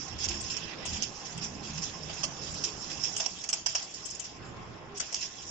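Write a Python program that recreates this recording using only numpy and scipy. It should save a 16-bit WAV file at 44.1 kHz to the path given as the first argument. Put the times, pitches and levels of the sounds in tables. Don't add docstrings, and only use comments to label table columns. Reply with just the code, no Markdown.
import sys
import numpy as np
from scipy import signal
from scipy.io import wavfile
from scipy.ndimage import uniform_filter1d

SR = 44100
rng = np.random.default_rng(int(sys.argv[2]) if len(sys.argv) > 2 else 0)


def unload_audio(sound):
    columns = np.transpose(np.atleast_2d(sound))
    steps = np.round(np.clip(columns, -1, 1) * 32767)
    wavfile.write(sys.argv[1], SR, steps.astype(np.int16))


N = 242550
PORT_SIDES = (.5, -.5)


def gain_of(db):
    return 10 ** (np.asarray(db) / 20)


def evened(x):
    return x / np.sqrt(np.mean(x ** 2) + 1e-20)


def read(points, hz):
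    f, value = np.transpose(points)
    return np.interp(np.log(hz + 1), np.log(f + 1), value)


def curves(rows):
    s, *columns = np.transpose(rows)
    return [np.interp(np.arange(N) / SR, s, c) for c in columns]


def patches_of(shape, hz_bins, frames):
    across = uniform_filter1d(rng.standard_normal(shape), size=hz_bins, axis=0)
    return evened(uniform_filter1d(across, size=frames, axis=1))


def minimum_phase(gain):
    log_gain = np.log(np.r_[gain, gain[-2:0:-1]])
    return np.exp(np.conj(signal.hilbert(log_gain)))


def colour(x, db, lo_hz, hi_hz, band_hz):
    hz = np.fft.rfftfreq(2048, 1 / SR)
    inside = (hz > band_hz[0]) & (hz < band_hz[1])
    gain = gain_of(db) / np.sqrt(np.sum(gain_of(db[inside]) ** 2) / len(hz))
    gain = gain / np.sqrt((1 + (lo_hz / (hz + 1)) ** 12) * (1 + (hz / hi_hz) ** 12))
    taps = np.fft.ifft(minimum_phase(np.maximum(gain, 1e-5))).real
    return signal.oaconvolve(x, taps)[:N]


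def lowpass(x, hz):
    taps = signal.firwin(1023, hz, window=("kaiser", 9), fs=SR)
    return signal.oaconvolve(x, taps[None], "same")


# mode_hz, width_hz, prominence_db
TABLE_MODES = [(646, 39, 7.5), (2506, 160, -2), (2658, 56, 3), (3335, 290, 2), (1994, 36, 3), (3050, 38, 2),
               (4200, 64, 1.5), (5180, 76, 0.5), (5506, 65, 2), (6000, 200, 4.5), (4646, 100, 2),
               (6774, 680, 5.5), (7345, 490, 7), (8030, 600, 13.5)]
# freq_hz, left_minus_right_db
PORT_COLOUR = [(500, 2.5), (1800, -7), (3000, -3.5), (4300, -9.5), (5300, -23.5), (6200, -13.5),
               (7200, -7.5), (8140, 6.5)]


def table(spectrum, side):
    hz = np.fft.rfftfreq(2048, 1 / SR)
    modes = sum(db / (1 + (2 * (hz - f) / width) ** 2) for f, width, db in TABLE_MODES)
    port_db = read(PORT_COLOUR, hz) - read(PORT_COLOUR, 5500)
    return read(spectrum, hz) + modes + side * port_db


# time_s, level_db, lower_steel_tones_db, left_minus_right_db
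SLIDING = [(0, -38, -16.5, -16), (.17, -53, 5.5, -10), (.41, -45.5, -4.5, -9), (.6, -52, 8, -9.5),
           (.84, -49.5, 5, -10.5), (.95, -53.5, 2.5, -9), (1.2, -41.5, -7.5, -9), (1.7, -50, -1, -11),
           (2.4, -38, -10, -9), (3.15, -40.5, -9.5, -11.5), (3.4, -40, -11.5, -5), (3.62, -55.5, 0, -4),
           (3.75, -43.5, -10, -3.5), (4.12, -44, -8, -8), (4.35, -54, -1, -2.5), (4.93, -61.5, 5, -1.5),
           (5.01, -52.5, 1, -13), (5.5, -41.5, -9.5, -4)]
# freq_hz, density_db (per Hz)
RUBBED_STEEL = [(880, -36.5), (1500, -10), (1740, -11.5), (2110, -14), (2690, -7), (3000, -9.5),
                (3250, -9.5), (4410, -9), (5320, 3.5), (7500, -11.5), (9750, -43), (16500, -120)]


def scrape(level_db=-4.5, grit_db=1.5, flutter_db=1.0, crackle_db=-0.5, sing_db=-9.0, wander_db=5.0):
    slide_db, middle_db, pan_db = curves(SLIDING)
    flutter = evened(uniform_filter1d(rng.standard_normal(N), 400))
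    clumps = uniform_filter1d(rng.exponential(1, N) ** 2 - 2, size=50)
    crackle = np.minimum(evened(clumps), 3)
    wander = uniform_filter1d(rng.standard_normal((len(TABLE_MODES), N // 256 + 1)), size=10, axis=1)
    sing_gain = gain_of(sing_db + wander_db * np.minimum(evened(wander), 1.5))
    sing_gain = np.repeat(sing_gain, 256, axis=1)[:, :N]
    shared = rng.standard_normal(N)
    out = []
    for side, (skid_middle, skid_high) in zip(PORT_SIDES, skids()):
        catch_db = grit_db * np.minimum(rng.exponential(1, N), 4)
        catch_db = catch_db + flutter_db * flutter + crackle_db * crackle
        grit = evened((rng.standard_normal(N) + 0.43 * shared) * gain_of(catch_db))
        singing = sum(signal.lfilter(*signal.iirpeak(f, f / width, SR), g * grit)
                      for (f, width, _), g in zip(TABLE_MODES, sing_gain))
        grit = grit + singing
        slide = gain_of(level_db + slide_db + rests() + side * pan_db)
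        db = table(RUBBED_STEEL, side)
        high = colour(grit * (slide + skid_high), db, 3710, 9960, (4500, 7600))
        middle = colour(grit * (slide * gain_of(middle_db) + skid_middle), db, 1480, 3680, (2000, 4000))
        out.append(high + middle)
    return np.array(out)


def rests(swing_s=0.395, first_turn_s=1.08, last_turn_s=2.9, rest_share=0.4, rest_db=-3.5):
    t = np.arange(N) / SR
    just_turned = (t - first_turn_s) / swing_s % 1 < rest_share
    resting = just_turned & (t > first_turn_s) & (t < last_turn_s)
    return rest_db * uniform_filter1d(resting * 1., size=1800)


# start_s, peak_db, length_s
STROKES = [(0.08, -33, 0.0092), (0.18, -24, 0.11), (0.223, -27, 0.034), (0.307, -27, 0.021),
           (0.428, -30.5, 0.048), (0.497, -25, 0.034), (0.856, -28, 0.071), (0.924, -28.5, 0.063),
           (1.029, -18.5, 0.01), (1.252, -29, 0.018), (1.418, -27, 0.031), (1.44, -24.5, 0.0093),
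           (1.627, -31.5, 0.15), (1.775, -25.5, 0.012), (1.817, -24, 0.04), (2.176, -35, 0.034),
           (2.637, -17, 0.019), (2.898, -27.5, 0.022), (3.034, -22, 0.028), (3.196, -20.5, 0.027),
           (3.547, -31, 0.019), (3.686, -24.5, 0.027), (3.757, -26, 0.019), (3.821, -27.5, 0.016),
           (4.237, -28.5, 0.027), (4.946, -33, 0.083), (5.152, -30, 0.018), (5.207, -26, 0.019),
           (5.227, -23.5, 0.019), (5.247, -31.5, 0.013)]


def skids(below_peak_db=-11.0, rise=0.28, onset=1.33, middle_db=-10, lean_db=3.5):
    pressure, pan_db = np.zeros(N), curves(SLIDING)[2] + lean_db
    for s, db, length in STROKES:
        u = np.arange(round(6 * length * SR)) / (rise * length * SR)
        stroke = (1 - np.exp(-onset * u)) * np.exp(-rise * u)
        part = pressure[round(s * SR):][:len(u)]
        part += gain_of(db + below_peak_db) * stroke[:len(part)]
    return [[pressure * gain_of(side * pan_db + db) for db in (middle_db, 0)] for side in PORT_SIDES]


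# start_s, length_s
DIPS = [(0.27, 0.0098), (0.418, 0.0081), (3.174, 0.0038), (3.481, 0.0055), (3.516, 0.015), (4.986, 0.022),
        (5.14, .004)]


def dips(depth=0.65):
    t = np.arange(N) / SR
    share = np.prod([1 - min(depth, 1) * ((t > s) & (t < s + length)) for s, length in DIPS], axis=0)
    return uniform_filter1d(share, size=88)


def shift(x, patchy_db=2.5):
    z = signal.stft(x, nperseg=256)[2]
    patches = patches_of(z.shape[1:], 5, 12)
    gain = gain_of(patchy_db * patches - patchy_db ** 2 / 8.7)
    return signal.istft(z * gain, nperseg=256)[1][:, :N]


# start_s, peak_db, left_minus_right_db, low_knock_db, chatter_s, sharpness_db
SLAP_BLOWS = [(0.237, -32.5, -27, -27, 0.023, -1), (0.285, -24.5, -8, -32, 0.013, 14),
              (0.406, -28.5, 12, -46, 0.014, -9), (0.565, -28.5, -14, -25, 0.011, 6),
              (0.851, -32, 15, -20.5, 0.012, -10), (1.019, -30.5, -31, -46, 0.0037, 7),
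              (1.375, -28, 1.5, -35, 0.0079, 16), (2.096, -32.5, -8, -7.5, 0.0026, -9),
              (2.231, -23, -6.5, -19.5, 0.02, 12), (2.541, -27.5, -1, -18.5, 0.0059, -2),
              (2.635, -34, -11, -43, 0.0069, 6), (3.164, -21.5, -9.5, -27.5, 0.0048, 12),
              (3.173, -20, 4, -41, 0.0094, -10), (3.198, -26, 1, -10, 0.0051, -8),
              (3.255, -29, -16.5, -22, 0.011, -13), (3.438, -26.5, -6.5, -17, 0.0082, -6),
              (3.489, -19, -7, -26, 0.0044, 9), (3.497, -21.5, 11, -26, 0.0043, -20),
              (3.526, -16, -1, -21.5, 0.014, -7), (3.66, -15.5, -7, -23.5, 0.0098, 4),
              (3.749, -16.5, -1.5, -18, 0.0084, 1), (3.939, -24.5, -4, -29, 0.008, -25),
              (4.051, -28, 10, -41, 0.017, -17), (4.101, -25.5, 3, -38, 0.014, -16),
              (4.148, -30, -12, -41, 0.0098, -9), (4.195, -24.5, 12, -42, 0.0086, -8),
              (4.973, -28.5, 0, -29, 0.011, 2), (4.997, -19.5, 5.5, -20.5, 0.0083, -12),
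              (5.005, -24, -4, -28, 0.009, -10), (5.124, -25, 8, -21, 0.007, -5),
              (5.1402, -17.5, -2.5, -23, 0.0073, -16)]
# freq_hz, density_db (per Hz)
STRUCK_STEEL = [(240, -50.5), (400, -27.5), (720, -8.5), (1880, -18.5), (2620, -1), (3180, 0.5),
                (3850, -18.5), (4600, -1), (5430, 3.5), (6750, -2), (8500, -18), (11000, -45),
                (18700, -120)]


def slaps(snaps, chatter_db=(-4., -1.5, -9.), tail_db=-8.5, tail_t60=0.41, bounce_db=3.5):
    middle_base_db, middle_per_low, middle_per_tick = -16, 0.53, 0.29
    bright_per_low = 0.48
    rise_s, ring_t60 = 0.00043, 0.023
    t = np.arange(8192) / SR
    hz = np.fft.rfftfreq(len(t), 1 / SR)
    octaves = (hz > 4000) * np.log2(6200 / np.clip(hz, 1, 7500))
    blows, wash = np.zeros((2, 2, 3, N + len(t)))
    for s, db, pan_db, low_db, length, tick_db in SLAP_BLOWS:
        middle_db = middle_base_db + middle_per_low * (low_db + 25.0) + middle_per_tick * tick_db
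        noise = rng.standard_normal((2, len(t)))
        clumps = evened(uniform_filter1d(rng.exponential(1, len(t)) - 1, size=24))
        bounces = gain_of(bounce_db * np.minimum(clumps, 2))
        count = round((length + ring_t60 / 10) * SR)
        chatter = noise * bounces / np.sqrt(np.mean(bounces[:count] ** 2))
        chatter *= gain_of(-60 * np.maximum(t - length, 0) / ring_t60)
        chatter *= 1 - np.exp(-t * gain_of(tick_db) / rise_s)
        spot = gain_of(5. * evened(uniform_filter1d(rng.standard_normal(len(hz)), size=70)))
        spot = spot * gain_of(bright_per_low * min(low_db - middle_base_db, 0) * octaves)
        spot_filter = minimum_phase(spot / np.sqrt(np.mean(spot ** 2)))
        chatter = np.fft.ifft(np.fft.fft(chatter) * spot_filter).real
        chatter *= gain_of(-60 * np.maximum(t - length - ring_t60, 0) / ring_t60)
        part_db = np.add.outer([pan_db / 2, -pan_db / 2], [low_db, middle_db, 0])
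        level = gain_of(db + np.array(chatter_db) + part_db)[:, :, None]
        at = slice(round(s * SR), round(s * SR) + len(t))
        blows[:, :, at] += level * chatter[:, None]
        wash[:, :, at] += level * gain_of(tail_db - 60 * t / tail_t60) * noise[::-1, None, ::-1]
    # lowest Hz, highest Hz, levelling band
    parts = ((454, 2520, (1120, 2200)), (2050, 3540, (2810, 4000)), (4470, 7680, (4840, 10450)))

    def strike(drive):
        return np.array([sum(colour(x, table(STRUCK_STEEL, side), *part) for x, part in zip(port, parts))
                         for port, side in zip(drive, PORT_SIDES)])
    return strike(blows + snaps), strike(wash)


# peak_s, peak_db, ring_hz, left_minus_right_db
CONTACTS = [(.2435, -20, 5850, -15), (.2489, -23, 5840, -11), (.2874, -21, 4760, -10),
            (.5691, -19, 5490, -21), (.5753, -23, 5530, -19), (1.0246, -20, 6190, -18),
            (1.0294, -21, 6440, -7), (1.8327, -25, 5670, -10), (1.8391, -22, 5360, -14),
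            (2.2398, -21, 5190, -17), (2.6401, -18, 5530, -10), (2.6426, -19, 5890, -9),
            (3.0417, -23, 5450, -10), (3.0462, -22, 5340, -11), (3.0492, -22, 5490, -7),
            (3.168, -19, 6430, -4), (3.2055, -18, 6170, -10), (3.2628, -13.5, 5610, -20),
            (3.4418, -24, 5990, -14), (3.4914, -19, 6280, -7), (3.5307, -15, 5290, -9),
            (3.7541, -22, 5860, -5), (3.7608, -19, 5650, -1), (4.1993, -27, 6850, 2),
            (5.0006, -24, 6720, 6), (5.0036, -23, 5650, -3), (5.1371, -27, 5760, 0),
            (5.1444, -21, 5750, -10), (5.1461, -19, 5580, -9), (5.1512, -26, 5530, -9),
            (5.2276, -27, 5440, -8)]


def ticks(ring_db=-1.5, snap_db=(-13., 0., 1.), rise_s=.0006):
    t = np.arange(256) / SR
    u = t / rise_s
    pings, snaps = np.zeros((2, N + 8192)), np.zeros((2, 3, N + 8192))
    for (s, db, hz, pan_db), (phase, lag) in zip(CONTACTS, rng.random((len(CONTACTS), 2))):
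        ports = gain_of([pan_db / 2, -pan_db / 2])
        level = gain_of(db) * ports / ports.mean()
        at = round((s - rise_s) * SR)
        wave = np.sin(2 * np.pi * (hz * t + phase + np.array([[0], [0.18 * lag]])))
        pings[:, at:at + len(u)] += gain_of(ring_db) * level[:, None] * u * np.exp(1 - u) * wave
        snaps[:, :, at] += np.outer(level, gain_of(snap_db))
    return pings[:, :N], snaps


# (middle_s, peak_db)
PANELS = [(78.2, 0.091, [(.163, -43), (.3, -41), (.37, -48), (.45, -49), (.92, -42), (1.73, -50.5),
          (2.11, -48), (2.51, -47)]), (122, 0.07, [(1.37, -48), (3.0, -50.5), (4.51, -50), (4.59, -47.5),
          (4.7, -49), (4.87, -57)]), (159.3, 0.12, [(1.39, -45), (1.78, -43.5), (1.97, -55), (2.09, -47),
          (2.23, -48), (2.551, -49)]), (212, 0.11, [(.348, -50), (.99, -50), (1.49, -47), (1.7, -50.5)])]
# time_s, pitch_hz, level_db
MOTOR_WHINE = [(4.8, 370, -67), (4.947, 408.5, -48.5), (5.0, 390, -57)]


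def cabinet(rough=0.52, skirt=0.17, waver=0.025):
    t = np.arange(N) / SR
    drift = 1 + waver * evened(uniform_filter1d(rng.standard_normal(N), size=1500))
    turns = 2 * np.pi * np.cumsum(drift) / SR
    a, b = evened(uniform_filter1d(rng.standard_normal((2, 2, N)), size=700, axis=2))
    throb = (1 + rough * (a[0] + 1j * a[1] + .5 * b)) / np.sqrt(1 + 2 * rough ** 2)
    boom = np.zeros((2, N), complex)
    jerks = [(s, hz, db, length) for hz, length, rows in PANELS for s, db in rows]
    for (s, hz, db, length), (phase, lag) in zip(jerks, rng.uniform(-1.34, 1, (len(jerks), 2))):
        u = (t - s) / length
        swell = np.sqrt(2) * gain_of(db) * (np.exp(-(2 * u) ** 2) + skirt * np.exp(-u ** 2 / 2))
        port_lag = np.array([[0], [.5 * lag]])
        boom += swell * np.exp(1j * (hz * turns + np.pi * phase + port_lag))
    hz, db = curves(MOTOR_WHINE)
    on = np.clip(np.minimum(t - MOTOR_WHINE[0][0], MOTOR_WHINE[-1][0] - t) / 0.021, 0, 1)
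    tone = np.sin(2 * np.pi * np.cumsum(hz * drift ** 0.24) / SR)
    whine = on * gain_of(db) * np.sqrt(2) * tone
    return ((boom * throb).real + whine) * gain_of([[-2.5], [2.]])


# pitch_hz, width_hz, level_db (before the hum's rise and fall)
DRIVE_TONES = [(335.7, 25, -60), (420.8, 21, -62), (774, 86, -58), (1059.4, 12, -60.5)]


def drones(waver_db=4.0):
    tones = np.zeros((2, N))
    for hz, width, db in DRIVE_TONES:
        shared, left, right, swell = rng.standard_normal((4, N))
        swell_db = waver_db * evened(uniform_filter1d(swell, size=4000))
        drive = shared + 0.93 * np.array([left, right])
        ringing = evened(signal.lfilter(*signal.iirpeak(hz, hz / width, SR), drive))
        tones += gain_of(db + swell_db) * ringing
    return tones * gain_of(curves(SHOP_LEVEL)[0] + 47.5)


# time_s, level_db
SHOP_LEVEL = [(0, -49), (.84, -47.5), (1.09, -50.5), (1.41, -49), (1.79, -49), (2.3, -48), (3.11, -50),
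              (3.3, -54), (3.65, -56), (4.3, -55), (4.45, -48), (4.95, -49.5), (5.0, -54.5), (5.33, -56),
              (5.5, -51)]
# freq_hz, density_db (per Hz)
HUM_SPECTRUM = [(12, -44.5), (20, -11.5), (122, -1.5), (157, -2.5), (433, -12.5), (502, -13.5), (1130, -15),
                (1270, -17.5), (2230, -23.5), (3650, -33), (3940, -50), (4350, -48), (7500, -57),
                (9750, -83), (16500, -120)]
# freq_hz, likeness (1 = same)
PORT_LIKENESS = [(60, 0.84), (200, 0.91), (700, 0.36), (2390, 0.018), (8140, 0.06)]
# freq_hz, left_minus_right_db
HUM_LEAN = [(60, 0), (200, -6), (700, -2), (2390, -1.5), (8140, -13.5)]


def shop(patchy_db=1.94, bass_db=-0.5, bass_db_per_s=-0.32):
    frames, hz = N // 256 + 5, np.fft.rfftfreq(1024, 1 / SR)
    a, b, c, d = rng.standard_normal((4, len(hz), frames))
    patches = patches_of((len(hz), frames), 10, 12)
    same = np.clip(read(PORT_LIKENESS, hz), -1, 1)[:, None]
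    left = a + 1j * b
    right = same * left + np.sqrt(1 - same ** 2) * (c + 1j * d)
    lean_db = np.multiply.outer(PORT_SIDES, read(HUM_LEAN, hz))
    hum_db = (read(HUM_SPECTRUM, hz) + lean_db)[:, :, None]
    z = np.array([left, right]) * gain_of(hum_db + patchy_db * patches)
    bass = (1 / (1 + (hz / 300) ** 6))[:, None]
    body = ((hz > 300) & (hz < 1500))[:, None]
    low, rest, band = (signal.istft(z * mask, nperseg=1024, noverlap=768)[1][:, :N]
                       for mask in (bass, 1 - bass, body))
    level_db, = curves(SHOP_LEVEL)
    bass_gain = gain_of(bass_db + bass_db_per_s * np.arange(N) / SR)
    return gain_of(level_db) * (bass_gain * evened(low) + rest / np.sqrt(np.mean(band ** 2)))


def scene():
    pings, snaps = ticks()
    blows, wash = slaps(snaps)
    rubbing = dips() * shift(wash + scrape())
    soft = rubbing + shop() + drones() + cabinet()
    return pings + blows + lowpass(soft, 7500)


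def record(dry):
    return lowpass(dry, 8450)


dry = scene()
out = record(dry)
unload_audio(out)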